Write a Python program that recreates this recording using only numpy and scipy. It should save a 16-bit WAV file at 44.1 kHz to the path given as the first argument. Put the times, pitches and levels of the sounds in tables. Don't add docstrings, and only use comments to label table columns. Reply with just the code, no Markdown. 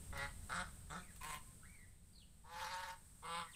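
import sys
import numpy as np
from scipy import signal
from scipy.fft import rfft, irfft
from scipy.io import wavfile
from scipy.ndimage import uniform_filter1d

SR = 44100
rng = np.random.default_rng(int(sys.argv[2]) if len(sys.argv) > 2 else 0)


def dump(signal):
    limited = np.clip(np.atleast_2d(signal).T, -1, 1)
    pcm = np.round(limited * 32767).astype(np.int16)
    wavfile.write(sys.argv[1], SR, pcm)


N = 156555
T = np.arange(N) / SR

# frequency_hz, relative_density_db
RUMBLE_SPECTRUM = [(25, 4.5), (70, 2), (110, -5.5), (190, -6), (290, -21), (500, -25), (1500, -34),
                   (4000, -32.5), (15000, -67)]
HISS_SPECTRUM = [(500, -12), (1500, -10), (2800, -16), (6500, -11.5), (7500, -4.5), (8400, 5.5), (9600, -6),
                 (13000, -13)]
# time_s, level_db
RUMBLE_LEVELS = [(0, -52.5), (1.4, -58.5), (2.0, -62.5), (3.55, -63.5)]
HISS_LEVELS = [(0, -62), (.74, -63.5), (1.55, -64.5), (2.0, -71.5), (2.6, -72.5), (3.1, -67.5),
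               (3.55, -63.5)]
HUM_LEVELS = [(0, -58.5), (2.0, -73.5)]
# start_s, crest_s, stop_s, crest_db, rise_db, sag_db,
# relative_fundamental_db, treble_db_per_swell_db, allpass_coefficient
HONKS = [(.125, 0.233, 0.27, -44, 11, 8, -12, 1.2, 0.49),
         (.494, 0.592, 0.62, -42.5, 1.5, 3, -16.5, 1.8, 0.36),
         (.899, 0.964, 0.99, -51, 3, 3.5, -5.5, 1.5, 0.4),
         (1.209, 1.32, 1.345, -48, 5, -1.5, -17, 0.36, 0.39),
         (2.44, 2.676, 2.919, -49, 18, 4.5, -29, 0.86, 0.48),
         (3.226, 3.39, 3.404, -44.5, 9.5, -0.5, -19, 1.4, 0.34)]
# time_s, pitch_hz, roughness_0_to_1
SYRINX_CURVES = [
    [(.12, 147.6, 0.69), (.165, 138.9, 0.34), (.21, 140.4, 0.11), (.255, 141.1, 0.2), (.28, 134.6, 0.56)],
    [(.493, 120.1, 0.37), (.53, 139.2, 0.49), (.55, 174.4, 0.27), (.585, 183.5, 0.45), (.635, 180.5, 0.42),
     (.68, 169.7, 0.7)],
    [(.89, 150.2, 0.7), (.94, 149.1, 0.4), (.97, 183.3, 0.53), (1.04, 178.6, 0.38)],
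    [(1.2, 147.7, 0.75), (1.25, 151, 0.44), (1.3, 156.7, 0.21), (1.32, 149.6, 0.25), (1.42, 148.5, 0.65)],
    [(2.43, 147.9, 0.28), (2.5, 168, 0.29), (2.6, 174.8, 0.45), (2.65, 178.6, 0.49), (2.8, 187.1, 0.48),
     (2.9, 182.4, 0.49), (2.97, 175.5, 0.28)],
    [(3.22, 158.8, 0.6), (3.24, 164.6, 0.32), (3.268, 155.7, 0.52), (3.287, 166.2, 0.12),
     (3.37, 170.9, 0.16), (3.41, 167.8, 0.44), (3.45, 163.6, 0.23)],
]
# frequency_hz, gain_db
THROAT_SPECTRA = [
    [(410, -10), (560, -3.5), (700, -12.5), (850, -4.5), (1130, -6), (1420, -1.5), (1830, -8.5), (1970, 6),
     (2200, -15.5), (3300, -20), (3850, -13.5), (6300, -30.5), (9000, -26), (12000, -49)],
    [(380, -11.5), (540, -2.5), (900, -2.5), (1280, 4.5), (1520, 5), (2100, -10.5), (2650, -21.5),
     (3900, -10), (4500, -19.5), (5200, -15.5), (6800, -26), (8100, -11), (9300, -16), (11500, -54)],
    [(400, -3), (600, -5.5), (1050, -4.5), (1300, 0), (1800, -7.5), (2700, -27.5), (3650, -13.5),
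     (4600, -29), (8500, -16.5), (11000, -53)],
    [(400, -16), (750, -12), (850, -29), (930, 0), (1070, 5), (1200, -13.5), (1900, -11), (3650, -19.5),
     (5500, -28.5), (8600, -16), (11000, -27.5), (15000, -28.5)],
    [(380, -32), (520, -4), (700, -20.5), (900, 4.5), (1020, -3), (1160, -2), (1280, -7.5), (1620, -3.5),
     (2300, -16), (3100, -18.5), (3900, -14.5), (4900, -20), (11000, -28), (15000, -34.5)],
    [(340, -20.5), (510, -5), (680, -21), (850, -6.5), (1020, 2.5), (1360, -2.5), (1900, -17.5), (2190, -8),
     (2380, -18), (3650, -13.5), (5300, -26), (6250, -49), (8400, -14.5), (11000, -40.5)],
]
DETOURS = [.0007, .0013, .0023]
# start_s, level_db
TICKS = [(0.176, -47), (1.161, -55.5), (1.232, -50)]
# start_s, length_s, first_hz, middle_hz, last_hz, level_db
WHISTLES = [ (0.993, 0.13, 2450, 2190, 1608, -70), (1.628, 0.086, 1350, 2062, 2230, -67),
            (1.724, 0.13, 2330, 2070, 1750, -67.5), (2.139, 0.096, 4650, 4090, 2680, -67.5),
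            (3.431, 0.0766, 2050, 1980, 1860, -65), (3.524, 0.036, 4320, 3030, 2580, -63)]

PITCH_WOBBLE, JITTER_S, SHIMMER_DB = .05, .00019, 3.5
AIR_GAIN, AIR_FROM_HZ, AIR_DECAY_CYCLES = .38, 560, 0.2
WINDPIPE_SPACING_HZ, WINDPIPE_FULL_HZ, WINDPIPE_RIPPLE_DB = 355.6, 2400, 4.2
THROAT_FROM_HZ, TREBLE_FROM_HZ, CREAK_BELOW_HZ = 400, 1200, 146
ATTACK_S, RELEASE_DB_PER_S, SWELL_POWER = 0.0088, 329, 1.9
FLICKER_DB, FLICKER_PER_S = 8, 55
FENCE_T60_S, PEN_T60_S, ECHO_DULL_HZ = 0.112, 0.61, 4400


def from_db(db):
    return 10 ** (np.asarray(db) / 20)


def unit_power(x):
    return x / np.sqrt(np.mean(x ** 2) + 1e-20)


def in_time(rows):
    times, *columns = np.transpose(rows)
    return [np.interp(T, times, column) for column in columns]


def cut(x, hz, kind, order=2):
    return signal.sosfilt(signal.butter(order, hz, kind, fs=SR, output="sos"), x)


def drift(per_s, t=T, count=4096):
    return np.interp(t * per_s, np.arange(count), rng.standard_normal(count)) / np.sqrt(2 / 3)


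def colour(x, spectrum, ripple_db=0):
    size = 4096
    hz, db = np.transpose(spectrum)
    grid_hz = np.maximum(np.arange(size // 2 + 1) * SR / size, 1)
    shape_db = np.interp(np.log(grid_hz), np.log(hz), db)
    depth_db = ripple_db * np.clip(2 * grid_hz / WINDPIPE_FULL_HZ - 1, 0, 1)
    pipe_db = depth_db * np.cos(2 * np.pi * grid_hz / WINDPIPE_SPACING_HZ)
    cepstrum = irfft(np.log(from_db(shape_db + pipe_db)))
    cepstrum[1:size // 2] *= 2
    cepstrum[size // 2 + 1:] = 0
    return signal.fftconvolve(x, irfft(np.exp(rfft(cepstrum))))[:N]


def background(hum_hz=82.7):
    rumble = unit_power(colour(rng.standard_normal(N), RUMBLE_SPECTRUM))
    rumble *= from_db(in_time(RUMBLE_LEVELS)[0])
    hiss = unit_power(colour(rng.standard_normal(N), HISS_SPECTRUM))
    hiss *= from_db(in_time(HISS_LEVELS)[0] + drift(13))
    hum_phase = 2 * np.pi * np.cumsum(hum_hz * (1 + 0.0217 * drift(11))) / SR
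    hum = unit_power(np.sin(hum_phase)) * from_db(in_time(HUM_LEVELS)[0])
    return rumble + hiss + hum


def syrinx(cycles, roughness):
    onsets = np.flatnonzero(np.diff(np.floor(cycles)))
    jitter, shimmer = rng.standard_normal((1024, 2))[:len(onsets)].T * roughness[onsets]
    onsets = onsets + np.round(JITTER_S * SR * jitter).astype(int)
    pulses = np.zeros(N)
    pulses[np.clip(onsets, 0, N - 1)] = from_db(SHIMMER_DB * shimmer)
    puffs = unit_power(rng.standard_normal(N) * np.exp(-(cycles % 1) / AIR_DECAY_CYCLES))
    air = AIR_GAIN * np.sqrt(roughness) * cut(puffs, AIR_FROM_HZ, "high", order=1)
    return unit_power(pulses) + air


def scatter(x, coefficient):
    for delay_s in DETOURS:
        feedback = np.r_[1, np.zeros(int(delay_s * SR)), coefficient]
        x = signal.lfilter(feedback[::-1], feedback, x)
    return x


def flicker(x, roughness, start, stop):
    centres_hz = np.geomspace(900, 12000, 32)
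    span = slice(int((start - .02) * SR), int((stop + .1) * SR))
    size = 2 ** 15
    t, spectrum = T[span], rfft(x[span], size)
    hz = np.arange(size // 2 + 1) * SR / size
    out = np.zeros(N)
    for centre_hz, weights in zip(centres_hz, np.eye(len(centres_hz))):
        band = irfft(spectrum * np.interp(hz, centres_hz, weights))[:len(t)]
        depth_db = FLICKER_DB * roughness[span] * min(centre_hz / WINDPIPE_FULL_HZ, 1)
        out[span] += band * from_db(depth_db * drift(FLICKER_PER_S, t, count=512))
    return out


def effort(start, crest, stop, rise_db, sag_db):
    swell = np.clip((crest - T) / (crest - start), 0, 1) ** SWELL_POWER
    sag = np.clip((T - crest) / (stop - crest), 0, 1) ** 2
    return -rise_db * swell - sag_db * sag - RELEASE_DB_PER_S * np.maximum(T - stop, 0)


def open_bill(voice, swell_db, brightening):
    bass = cut(voice, TREBLE_FROM_HZ, "low", order=4)
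    bass = cut(bass[::-1], TREBLE_FROM_HZ, "low", order=4)[::-1]
    treble_db = brightening * np.maximum(swell_db + 2.5, -12)
    voice = bass + (voice - bass) * from_db(treble_db)
    power = np.abs(uniform_filter1d(voice ** 2, size=1100))
    return voice / np.sqrt(power + 1e-12)


def honk(row, syrinx_curve, throat_spectrum):
    start, crest, stop, crest_db, rise_db, sag_db, fundamental_db, brightening, allpass = row
    effort_db = effort(start, crest, stop, rise_db, sag_db)
    pitch_hz, roughness = in_time(syrinx_curve)
    cycles = np.cumsum(pitch_hz * (1 + PITCH_WOBBLE * roughness * drift(70))) / SR
    cycles -= cycles[int(start * SR)]
    voice = colour(syrinx(cycles, roughness), throat_spectrum, WINDPIPE_RIPPLE_DB)
    voice = scatter(cut(voice, THROAT_FROM_HZ, "high"), allpass)
    voice = flicker(voice, roughness, start, stop)
    voice = open_bill(voice, effort_db * (T < crest), brightening)
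    flutter_db = 3.5 * roughness * drift(130)
    creak_db = 80 * np.maximum(1 - pitch_hz / CREAK_BELOW_HZ, 0) * (cycles % 1)
    voice *= from_db(flutter_db - creak_db)
    fundamental = from_db(fundamental_db) * unit_power(np.sin(2 * np.pi * cycles))
    attack = np.clip((T - start) / ATTACK_S + .5, 0, 1)
    return (voice + fundamental) * from_db(crest_db + effort_db) * attack


def echoes(x, t60_s):
    envelope = from_db(-60 * T[:SR] / t60_s) * (T[:SR] > .004)
    response = cut(rng.standard_normal(SR) * envelope, ECHO_DULL_HZ, "low", order=1)
    return signal.fftconvolve(x, response / np.sqrt(np.sum(response ** 2)))[:N]


def ticks(t60_s=0.042, from_hz=230):
    envelope = sum((T >= start) * from_db(level_db - 60 * np.clip(T - start, 0, 1) / t60_s)
                   for start, level_db in TICKS)
    return cut(envelope * rng.standard_normal(N), from_hz, "high", order=1)


def whistle(start, length, first_hz, middle_hz, last_hz, level_db, octave_db=-16, fade_s=0.021):
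    parabola = np.polyfit([0, .5, 1], [first_hz, middle_hz, last_hz], 2)
    glide_hz = np.polyval(parabola, np.clip((T - start) / length, 0, 1))
    phase = 2 * np.pi * np.cumsum(glide_hz * (1 + .045 * drift(520))) / SR
    tone = np.sin(phase) + from_db(octave_db) * np.sin(2 * phase)
    flutter_db = 4 * drift(260)
    gate = np.clip(np.minimum(T - start, start + length - T) / fade_s + .5, 0, 1)
    return unit_power(tone * from_db(flutter_db)) * gate * from_db(level_db)


def scene():
    geese = sum(honk(*call) for call in zip(HONKS, SYRINX_CURVES, THROAT_SPECTRA)) + ticks()
    birds = from_db(-1) * sum(whistle(*row) for row in WHISTLES)
    early = echoes(from_db(-10) * geese + from_db(-9) * birds, FENCE_T60_S)
    late = echoes(from_db(-23) * geese + from_db(-10) * birds, PEN_T60_S)
    return (geese + birds + early + late + background())[None]


def record(dry):
    cutoff_hz = 15550
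    return signal.sosfilt(signal.ellip(12, .1, 80, cutoff_hz, fs=SR, output="sos"), dry)


dry = scene()
out = record(dry)
dump(out)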